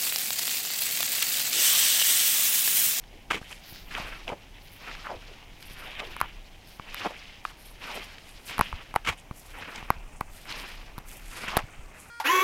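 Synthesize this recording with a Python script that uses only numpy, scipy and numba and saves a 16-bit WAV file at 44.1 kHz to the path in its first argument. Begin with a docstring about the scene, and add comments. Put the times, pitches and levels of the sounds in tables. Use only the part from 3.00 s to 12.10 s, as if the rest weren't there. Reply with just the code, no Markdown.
"""On wet moss and grass, someone walks in rubber waders, heard from about hip height.
On each stride a boot lifts through the grass, the legs rub past each other and a boot shaft (the
tube around the leg) folds with a falling, hollow scuff. Loose rubber knocks close to the microphone.
Underfoot, soaked moss fizzes, stalks crackle and the soft ground thuds.
Air rumbles on the carried microphone, over a faint outdoor hush."""
import sys
import numpy as np
from scipy import signal
from scipy.fft import rfft, irfft, next_fast_len
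from scipy.io import wavfile
from numba import njit

SR = 44100
rng = np.random.default_rng(int(sys.argv[2]) if len(sys.argv) > 2 else 0)


def inscribe(sig):
    """Save sig as 16-bit PCM at rate SR to the path in sys.argv[1].

    A 1-D sig is mono; a 2-D sig holds one channel per row.
    Samples are clipped to [-1, 1] before scaling.
    """
    pcm = np.round(np.clip(np.atleast_2d(sig).T, -1, 1) * 32767)
    wavfile.write(sys.argv[1], SR, pcm.astype(np.int16))


N = 401310

# one leg swings past the other, at full speed from time t:
# t/s, rise/s, hold/s, fall/s, rubbing/dB, squelch/dB, stalks/dB, hiss/dB
LEG_SWINGS = [(0.94, 0.04, 0.11, 0.15, -42, -46.5, -46.5, -57.5),
              (1.835, 0.027, 0.1, 0.26, -46.5, -50, -51.5, -66),
              (2.89, 0.13, 0.12, 0.18, -46, -45.5, -55, -66),
              (3.97, 0.077, 0.065, 0.091, -43.5, -42.5, -46.5, -60.5),
              (4.841, 0.028, 0.13, 0.13, -44, -45.5, -47, -56),
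              (5.509, 0.025, 0.085, 0.19, -46, -44, -49.5, -59),
              (6.609, 0.075, 0.17, 0.15, -44, -50.5, -56, -64),
              (7.505, 0.036, 0.11, 0.18, -43.5, -47.5, -47, -56),
              (8.432, 0.12, 0.15, 0.04, -41.5, -47, -46, -59)]
# between strides the legs never quite rest: t/s, rubbing/dB, squelch/dB, stalks/dB
RESTING_LEVELS = [(0, -69, -62.5, -65.5), (1.4, -75, -58.5, -64), (5, -63.5, -61.5, -63),
                  (9.1, -55, -72.5, -80)]
# a boot shaft folds: t/s, rise/s, fall/s, level/dB, starting f/Hz, rasp against that level/dB
SHAFT_FOLDS = [(.11, 0.038, 0.078, -57.5, 420, -3), (0.303, .01, 0.035, -31, 1340, 1),
               (0.333, 0.017, 0.048, -41, 390, 2.5), (.364, 0.0043, 0.016, -41.5, 1150, 1),
               (0.504, 0.017, 0.0083, -52.5, 1070, 8), (0.908, .005, .03, -44, 1700, 0),
               (.963, 0.019, 0.014, -32.5, 1300, -8.5), (1.271, 0.018, .017, -35, 795, -3.5),
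               (1.299, 0.019, 0.033, -35, 805, -14.5), (2.041, 0.053, 0.031, -38.5, 1360, -20),
               (2.087, 0.015, 0.073, -38, 740, -20), (2.28, 0.027, 0.043, -52, 476, -10),
               (2.98, 0.02, 0.02, -51, 1360, 4), (2.995, 0.0057, 0.088, -44.5, 645, -20),
               (3.198, 0.043, 0.023, -40, 1490, -20), (4.006, 0.056, 0.02, -39, 1420, -12),
               (4.042, .025, 0.014, -33.5, 850, -24), (4.08, 0.039, 0.02, -45, 800, -5),
               (4.46, 0.043, 0.07, -54, 1450, -23), (4.872, 0.023, 0.027, -41, 1290, -15),
               (4.939, 0.023, 0.041, -42.5, 654, -23), (5.491, 0.0053, 0.027, -47, 1310, 8),
               (6.048, 0.0027, 0.0092, -38, 1420, 5), (6.06, 0.035, 0.0096, -30.5, 1450, 4),
               (6.096, 0.016, 0.031, -39, 1230, 3), (6.72, 0.06, 0.041, -51.5, 1500, 7.5),
               (7.49, 0.023, .02, -48.5, 1500, 8.5), (8.479, .012, 0.011, -38.5, 1400, 4),
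               (8.5, 0.088, 0.024, -37.5, 1100, -12), (8.586, 0.0048, 0.012, -30.5, 1240, -3.5)]
# loose rubber knocks: t/s, ring level/dB, ring f/Hz, crack level/dB, thump level/dB
RUBBER_KNOCKS = [(0.415, -30.5, 590, -65, -23.5), (.724, -36, 700, -55, -28), (0.999, -26, 776, -60, -21),
                 (1.321, -25, 645, -64, -21), (2.709, -54, 600, -86, -30), (3.1658, -21, 1120, -35, -38),
                 (3.2032, -24, 1300, -30.5, -50), (3.2134, -4.5, 1140, -20.5, -23),
                 (3.797, -21.5, 1110, -60, -22), (3.9449, -23, 1240, -25.5, -55),
                 (4.4517, -11.5, 1200, -51, -50), (5.581, -16, 1210, -28, -26),
                 (5.5925, -8.5, 1000, -22, -12.5), (5.597, -8.5, 870, -36, -10),
                 (5.6108, -1, 1130, -17.5, -9.5), (5.7278, -17, 1080, -59, -29),
                 (5.941, -18, 1010, -37, -28), (5.954, -20, 930, -36, -47), (5.9602, -11.5, 1010, -24, -39),
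                 (5.9616, -1.5, 935, -28, -15.5), (6.311, -25, 1060, -51, -16.5),
                 (6.827, -26, 910, -63, -25), (6.9036, -0.5, 997, -19.5, -9),
                 (7.208, -27, 1170, -33.5, -41), (7.2104, -10.5, 1010, -33, -16),
                 (7.9805, -23.5, 1060, -35, -19), (7.9865, -30, 980, -34, -57), (8.5691, -3, 770, -13, -7),
                 (8.5738, -9.5, 1160, -16.5, -24)]
# tones of a knocked shaft: multiple of the ring pitch, level/dB, t60/s (time to fade by 60 dB)
SHAFT_TONES = [(.76, -18.5, 0.014), (1.0, 2.5, 0.0062), (1.38, 4, 0.00091), (2.0, -9, 0.0072),
               (3.6, -26, 0.001)]
# tones in the crack of a rubber edge letting go: f/Hz, level/dB, t60/s
CRACK_TONES = [(1860, -1, 0.0042), (3800, 4, 0.0023), (11030, 4, 0.0017), (14600, -6, 0.0031)]
# a boot lifts or shifts in the grass: t/s, length/s, hiss/dB, low f/Hz, high f/Hz, stalks/dB, squelch/dB
GRASS_BRUSHES = [(0.401, 0.25, -57, 5000, 13300, -52.5, -54), (0.588, 0.33, -54, 10000, 16000, -51, -61),
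                 (1.595, 0.3, -59.5, 8800, 16300, -57.5, -62), (2.217, 0.27, -82, 6000, 12000, -57, -55.5),
                 (2.556, 0.39, -58, 8100, 14300, -52.5, -62), (3.077, .28, -67, 9050, 16000, -71, -49),
                 (3.65, 0.15, -59, 8000, 15300, -56.5, -76), (4.12, 0.32, -77, 6000, 12000, -55.5, -52),
                 (4.431, 0.1, -57.5, 5000, 14000, -53.5, -70), (4.544, 0.29, -59, 8500, 13600, -55.5, -71),
                 (5.173, 0.3, -61.5, 6060, 13000, -56, -59), (5.423, 0.14, -52.5, 5800, 15000, -48.5, -71),
                 (6.169, 0.049, -55.5, 5300, 11300, -65, -58), (6.318, 0.29, -54.5, 5100, 14300, -62, -68),
                 (6.954, 0.43, -62, 5840, 10400, -79, -74), (7.289, 0.21, -55.5, 6250, 14100, -56, -63),
                 (8.049, 0.2, -50.5, 5000, 15000, -60, -56.5), (8.227, 0.26, -50.5, 5460, 13200, -63, -75),
                 (8.61, 0.41, -63, 5800, 9700, -67.5, -67), (8.926, 0.22, -55.5, 5840, 12600, -62, -83)]
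# the loudest stalks snapping and bubbles bursting: t/s, level/dB, f/Hz
LOUD_SNAPS = [(0.039, -43, 3000), (.428, -37, 1600), (0.527, -30.5, 3070), (0.95, -22, 2580),
              (1.279, -25.5, 2930), (1.913, -29, 2130), (1.951, -30, 2370), (2.626, -31, 3480),
              (2.995, -24.5, 2800), (3.001, -25, 3150), (4.841, -32, 2630), (4.877, -35, 1290),
              (5.183, -36.5, 3070), (5.493, -48, 2400), (6.759, -31.5, 5630), (7.455, -36.5, 2180),
              (7.524, -28, 4100)]
# boots sink into the moss: t/s, level/dB, f/Hz
GROUND_THUDS = [(0.725, -40, 91), (2.165, -34.5, 81), (3.222, -25, 45), (5.615, -49, 45),
                (5.735, -23.5, 65), (6.098, -27, 85), (6.967, -30, 59), (8.637, -29, 109),
                (8.791, -27.5, 42)]
# slow rise and fall of the air rumble, before boost and gusts: t/s, level/dB
RUMBLE_LEVELS = [(0.0, -53), (0.68, -53.5), (0.73, -42.5), (1.52, -51), (3.27, -43), (3.47, -53.5),
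                 (5.04, -51.5), (5.45, -52), (5.75, -43), (5.78, -50.5), (6.72, -54.5), (6.77, -46),
                 (8.46, -47), (8.56, -37), (8.77, -55), (8.79, -43.5), (9.1, -58)]

# A colour says how strong the low and high parts of a sound are next to each other.
# rubber sliding on rubber: f/Hz, level/dB
RUB_COLOUR = [(100, 2), (230, 5.5), (340, 3), (500, 5), (850, 5.5), (1250, 2.5), (1800, 4), (2600, 8),
              (5000, -39.5)]
# the rasp of a folding shaft: f/Hz, level/dB
RASP_COLOUR = [(150, -7.5), (550, -15.5), (1300, -11), (1650, -11.5), (2150, -2), (3000, -6), (4200, -19),
               (7000, -22.5), (15000, -37)]
# water fizzing out of moss: f/Hz, level/dB
FIZZ_COLOUR = [(1000, -17), (1700, 2.5), (2250, 7.5), (3100, 9), (3900, -3.5), (5500, -72)]
# grass flicking along the boots: f/Hz, level/dB
STALK_COLOUR = [(2800, 3.5), (3900, 5), (5200, 3.5), (6000, -2.5), (7000, -7), (12000, -34)]
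# air pushing on the microphone: f/Hz, level/dB
RUMBLE_COLOUR = [(20, -2.5), (34, 4.5), (50, -20), (100, -21.5), (180, -26), (400, -30), (900, -100)]
# the outdoor hush: f/Hz, level/dB
HUSH_COLOUR = [(35, -26), (60, 5), (448, -9), (803, -6), (1510, -24), (2300, -14.5), (3190, -53),
               (4120, -29.5), (5860, -21.5), (7750, -28), (12100, -29.5), (14900, -34), (16000, -39)]


def rubbing(rub_db, judder_db=3.5, hollow_db=-6, hollow_hz=1150, wander_octaves=0.31, damping=0.24):
    """Rubber slides on rubber in tiny slips, gripping unevenly; its creases ring at a wandering pitch."""
    sliding = coloured(slips(4000, spread_db=2.0), RUB_COLOUR)
    crease_hz = hollow_hz * 2 ** (wander_octaves * drift(30))
    creases = rms_one(gliding_resonance(sliding, crease_hz, damping, SR))
    return from_db(rub_db + judder_db * drift(70)) * rms_one(sliding + from_db(hollow_db) * creases)


def scuffs(damping=0.75, judder_db=3.5, body_db=-12.5, dull_hz=3500, end_pitch_ratio=0.6):
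    """A folding shaft rasps, and its hollow note sinks as the fold opens."""
    out = np.zeros(N)
    friction = butter(slips(2500, spread_db=-3.0), dull_hz, "low")
    rasp = coloured(slips(3500, spread_db=2.5), RASP_COLOUR)
    grip = from_db(judder_db * drift(200))
    body = from_db(body_db) * rms_one(butter(slips(2500, spread_db=1.5), [170, 400], "band"))
    for s, rise, fall, db, first_hz, rasp_db in SHAFT_FOLDS:
        t = np.arange(int((rise + 2 * fall) * SR)) / SR
        part = slice(int(s * SR), int(s * SR) + len(t))
        pressure = np.where(t < rise, (t / rise) ** 0.36, np.exp(-1.5 * ((t - rise) / fall) ** 2))
        hz = np.interp(t, [0, rise + fall], [first_hz, end_pitch_ratio * first_hz])
        hollow = gliding_resonance(friction[part], hz, damping, SR)
        hollow = rms_one(gliding_resonance(hollow, hz, damping, SR))   # twice, for a clearer note
        # wide, low folds shake the whole shaft
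        shake = body[part] * np.minimum(800 / hz, 1) ** 2
        add(out, s, from_db(db) * pressure * (hollow + from_db(rasp_db) * rasp[part] + shake))
    return out * grip


def knocks(thump_hz=120, thump_t60=0.01, tail_db=-38, tail_s=0.019, rebound_db=-15, rebound_s=0.002376):
    """Loose rubber snaps over: a very short crack, a dull ring, a weak rebound and a low thump."""
    out, t = np.zeros(N), np.arange(SR // 6) / SR
    click = signal.unit_impulse(len(t))
    thump = butter(ring(click, thump_hz, thump_t60), 430, "low")
    for s, db, hz, crack_db, thump_db in RUBBER_KNOCKS:
        # neighbouring tones swing opposite ways, so the ring swells over its first cycle
        shaft = sum((-1) ** k * from_db(tone_db) * ring(click, ratio * hz, t60)
                    for k, (ratio, tone_db, t60) in enumerate(SHAFT_TONES))
        # each snap frees a slightly different length of edge
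        crack = sum((-1) ** k * from_db(tone_db) * ring(click, tone_hz * rng.uniform(.92, 1.08), t60)
                    for k, (tone_hz, tone_db, t60) in enumerate(CRACK_TONES))
        shiver = rms_one(butter(rng.standard_normal(len(t)), [700, 1700], "band"))
        # a small patch of rubber gives off little sound below its ring
        body = butter(shaft, hz / 2, "high") + from_db(tail_db) * shiver * np.exp(-t / tail_s)
        add(out, s, from_db(crack_db) * crack + from_db(db) * body - from_db(thump_db) * thump)
        add(out, s + rebound_s * rng.uniform(.8, 1.2), from_db(db + rebound_db) * body)
    return out


def brushes(swing_db, tick_db=-4, flutter_db=4.0, swing_band_hz=(7500, 13500)):
    """Fibres hiss and single blades catch whenever a leg swings or a boot brushes the grass."""
    blades = from_db(tick_db) * slips(450, spread_db=5.0)
    fibres = (rng.standard_normal(N) + blades) * from_db(flutter_db * drift(45))
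    out = from_db(swing_db) * rms_one(butter(fibres, swing_band_hz, "band"))
    for s, length, db, low_hz, high_hz, *_ in GRASS_BRUSHES:
        stroke = fibres[int(s * SR):][:int(length * SR)]
        for _ in range(2):
            stroke = butter(stroke, [low_hz, high_hz], "band")
        add(out, s, from_db(db) * swell(length)[:len(stroke)] * rms_one(stroke))
    return out


def squelch(squelch_db, flutter_db=3.0, pop_db=-11):
    """Water fizzes out of the squeezed moss and small bubbles burst in it."""
    fizz = coloured(slips(9000, spread_db=5.5), FIZZ_COLOUR) * from_db(flutter_db * drift(60))
    pitches_hz = np.geomspace(2000, 4400, num=16)
    bursts = slips(220, spread_db=6.5)
    pitch_choice = rng.integers(0, len(pitches_hz), N)
    pops = rms_one(sum(ring(bursts * (pitch_choice == k), hz, 30 / hz) for k, hz in enumerate(pitches_hz)))
    return from_db(squelch_db) * (fizz + from_db(pop_db) * pops)


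def stalks(swish_db, flutter_db=3.0):
    """Grass blades flick along the boots in little clumps."""
    return from_db(swish_db + flutter_db * drift(50)) * coloured(slips(5000, spread_db=3.5), STALK_COLOUR)


def crackle(squelch_db, per_s=55, relative_db=-11, band_hz=(1400, 3400)):
    """Small stems give way now and then under the weight."""
    breaks = butter(slips(per_s, spread_db=2.0), band_hz, "band")
    return from_db(squelch_db + relative_db) * rms_one(breaks)


def snaps(cycles=24, splinter_db=-3, splinter_s=0.0025):
    """A stalk snaps or a bubble bursts: a splinter of noise and a short, pitched tick."""
    out, t = np.zeros(N), np.arange(SR // 20) / SR
    for s, db, hz in LOUD_SNAPS:
        noise = rms_one(butter(rng.standard_normal(len(t)), [hz / 2, hz * 1.19], "band"))
        splinter = noise * np.exp(-t / splinter_s)
        tick = ring(signal.unit_impulse(len(t)), hz, cycles / hz)
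        add(out, s, from_db(db) * (tick + from_db(splinter_db) * splinter))
    return out


def thuds(t60=0.055):
    """The soft ground takes the weight with a short, deep swing."""
    out, click = np.zeros(N), signal.unit_impulse(SR // 4)
    for s, db, hz in GROUND_THUDS:
        add(out, s, from_db(db) * ring(click, hz, t60))
    return butter(out, 260, "low")


def air_rumble(boost_db=0.3, gust_db=2.0):
    """Air pushes on the carried microphone in uneven, deep gusts."""
    slow_db, = in_time(RUMBLE_LEVELS)
    gain = from_db(slow_db + boost_db + gust_db * drift(14))
    return gain * coloured(rng.standard_normal(N), RUMBLE_COLOUR)


def outdoor_hush(hush_db=-55, hiss_db=-70):
    """A faint, steady hush with an even fainter hiss."""
    hush = from_db(hush_db) * coloured(rng.standard_normal(N), HUSH_COLOUR)
    return hush + from_db(hiss_db) * rng.standard_normal(N)


def walk_levels(seep_db=-14, seep_fall_s=0.36):
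    """Strides and brushes add up to four changing levels in dB: rubber, moss, stalks and hiss."""
    rub, moss, grass = from_db(in_time(RESTING_LEVELS)) ** 2   # squared, because noises add by power
    hiss = np.zeros(N)
    for s, rise, hold, fall, rub_db, squelch_db, stalks_db, hiss_db in LEG_SWINGS:
        leg = stride_speed(s, rise, hold, fall)
        # after each stride the pressed moss goes on seeping
        ground = np.maximum(leg, from_db(seep_db) * stride_speed(s, rise, hold, seep_fall_s))
        rub += (from_db(rub_db) * leg) ** 2
        moss += (from_db(squelch_db) * ground) ** 2
        grass += (from_db(stalks_db) * leg) ** 2
        hiss += (from_db(hiss_db) * leg) ** 2
    for s, length, *_, stalks_db, squelch_db in GRASS_BRUSHES:
        add(grass, s, (from_db(stalks_db) * swell(length)) ** 2)
        add(moss, s, (from_db(squelch_db) * swell(length)) ** 2)
    return 10 * np.log10([rub, moss, grass, hiss])


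def stride_speed(s, rise, hold, fall):
    """The leg speeds up, swings through and slows down; 1 at full speed."""
    t = np.arange(N) / SR - s
    return np.exp(np.maximum(np.minimum(t / rise, 0) - np.maximum(t - hold, 0) / fall, -30))


def swell(length):
    """A brush grows a little faster than it fades."""
    return np.sin(np.pi * np.linspace(0, 1, int(length * SR), endpoint=False) ** .8) ** 1.2


def slips(per_s, spread_db):
    """Tiny clicks of uneven size at random times, as things catch and let go."""
    sizes = from_db(spread_db * np.minimum(rng.exponential(1, N), 4)) * rng.choice([-1, 1], N)
    return rms_one(sizes * (rng.random(N) < per_s / SR))


def drift(per_s):
    """A wandering value, about 1 in size, that heads somewhere new per_s times a second."""
    targets = rng.standard_normal(8000)
    return np.interp(np.arange(N) / SR * per_s, np.arange(len(targets)), targets)


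def ring(clicks, hz, t60):
    """Each click starts a pure tone that fades by 60 dB in t60 seconds."""
    decay, angle = from_db(-60 / (t60 * SR)), 2 * np.pi * hz / SR
    return signal.lfilter([0, np.sin(angle)], [1, -2 * decay * np.cos(angle), decay ** 2], clicks + 1e-18)


@njit
def gliding_resonance(x, hz, damping, sr):
    """Bring out the sound near a moving pitch; less damping rings longer."""
    out, low, band = np.zeros(len(x)), 0., 0.
    for i in range(len(x)):
        step = 2 * np.sin(np.pi * hz[i] / sr)
        low += step * band
        band += step * (x[i] - low - damping * band)
        out[i] = band
    return out


def coloured(x, colour):
    """Shape a noise with a colour table, then scale it to power 1."""
    hz, db = np.transpose(colour)
    size = next_fast_len(N)
    f = np.maximum(np.fft.rfftfreq(size, 1 / SR), 1)
    edge_fade = 1 / np.sqrt((1 + (hz[0] / f / 2) ** 4) * (1 + (f / hz[-1] / 2) ** 4))
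    gain = from_db(np.interp(np.log(f), np.log(hz), db)) * edge_fade
    return rms_one(irfft(rfft(x, size) * gain, size)[:N])


def butter(x, hz, kind):
    """A gentle filter that keeps the lows, the highs or a band between."""
    sections = signal.butter(2, np.clip(hz, 10, .45 * SR), kind, fs=SR, output="sos")
    return signal.sosfilt(sections, x + 1e-18)


def from_db(db):
    """Turn decibels into a number to multiply by."""
    return 10 ** (np.asarray(db) / 20)


def rms_one(x):
    """Scale a sound to an average power of 1."""
    return x / np.sqrt(np.mean(x ** 2) + 1e-20)


def in_time(rows):
    """Join a table's timed points with straight lines, one curve for each level column."""
    s, *columns = np.transpose(rows)
    return [np.interp(np.arange(N) / SR, s, column) for column in columns]


def add(out, s, sound):
    """Mix a sound in, starting at s seconds."""
    i = max(int(s * SR), 0)
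    out[i:i + len(sound)] += sound[:N - i]


def scene():
    """Waders and ground are close and free of echo, over the air's rumble and hush."""
    rub_db, squelch_db, swish_db, swing_db = walk_levels()
    waders = rubbing(rub_db) + scuffs() + knocks() + brushes(swing_db)
    underfoot = squelch(squelch_db) + stalks(swish_db) + crackle(squelch_db) + snaps() + thuds()
    return (waders + underfoot + air_rumble() + outdoor_hush())[None]


def record(dry):
    """The highest treble, above 15800 Hz, is cut steeply."""
    return signal.sosfilt(signal.ellip(10, .2, 80, 15800, fs=SR, output="sos"), dry)


dry = scene()
out = record(dry)
inscribe(out)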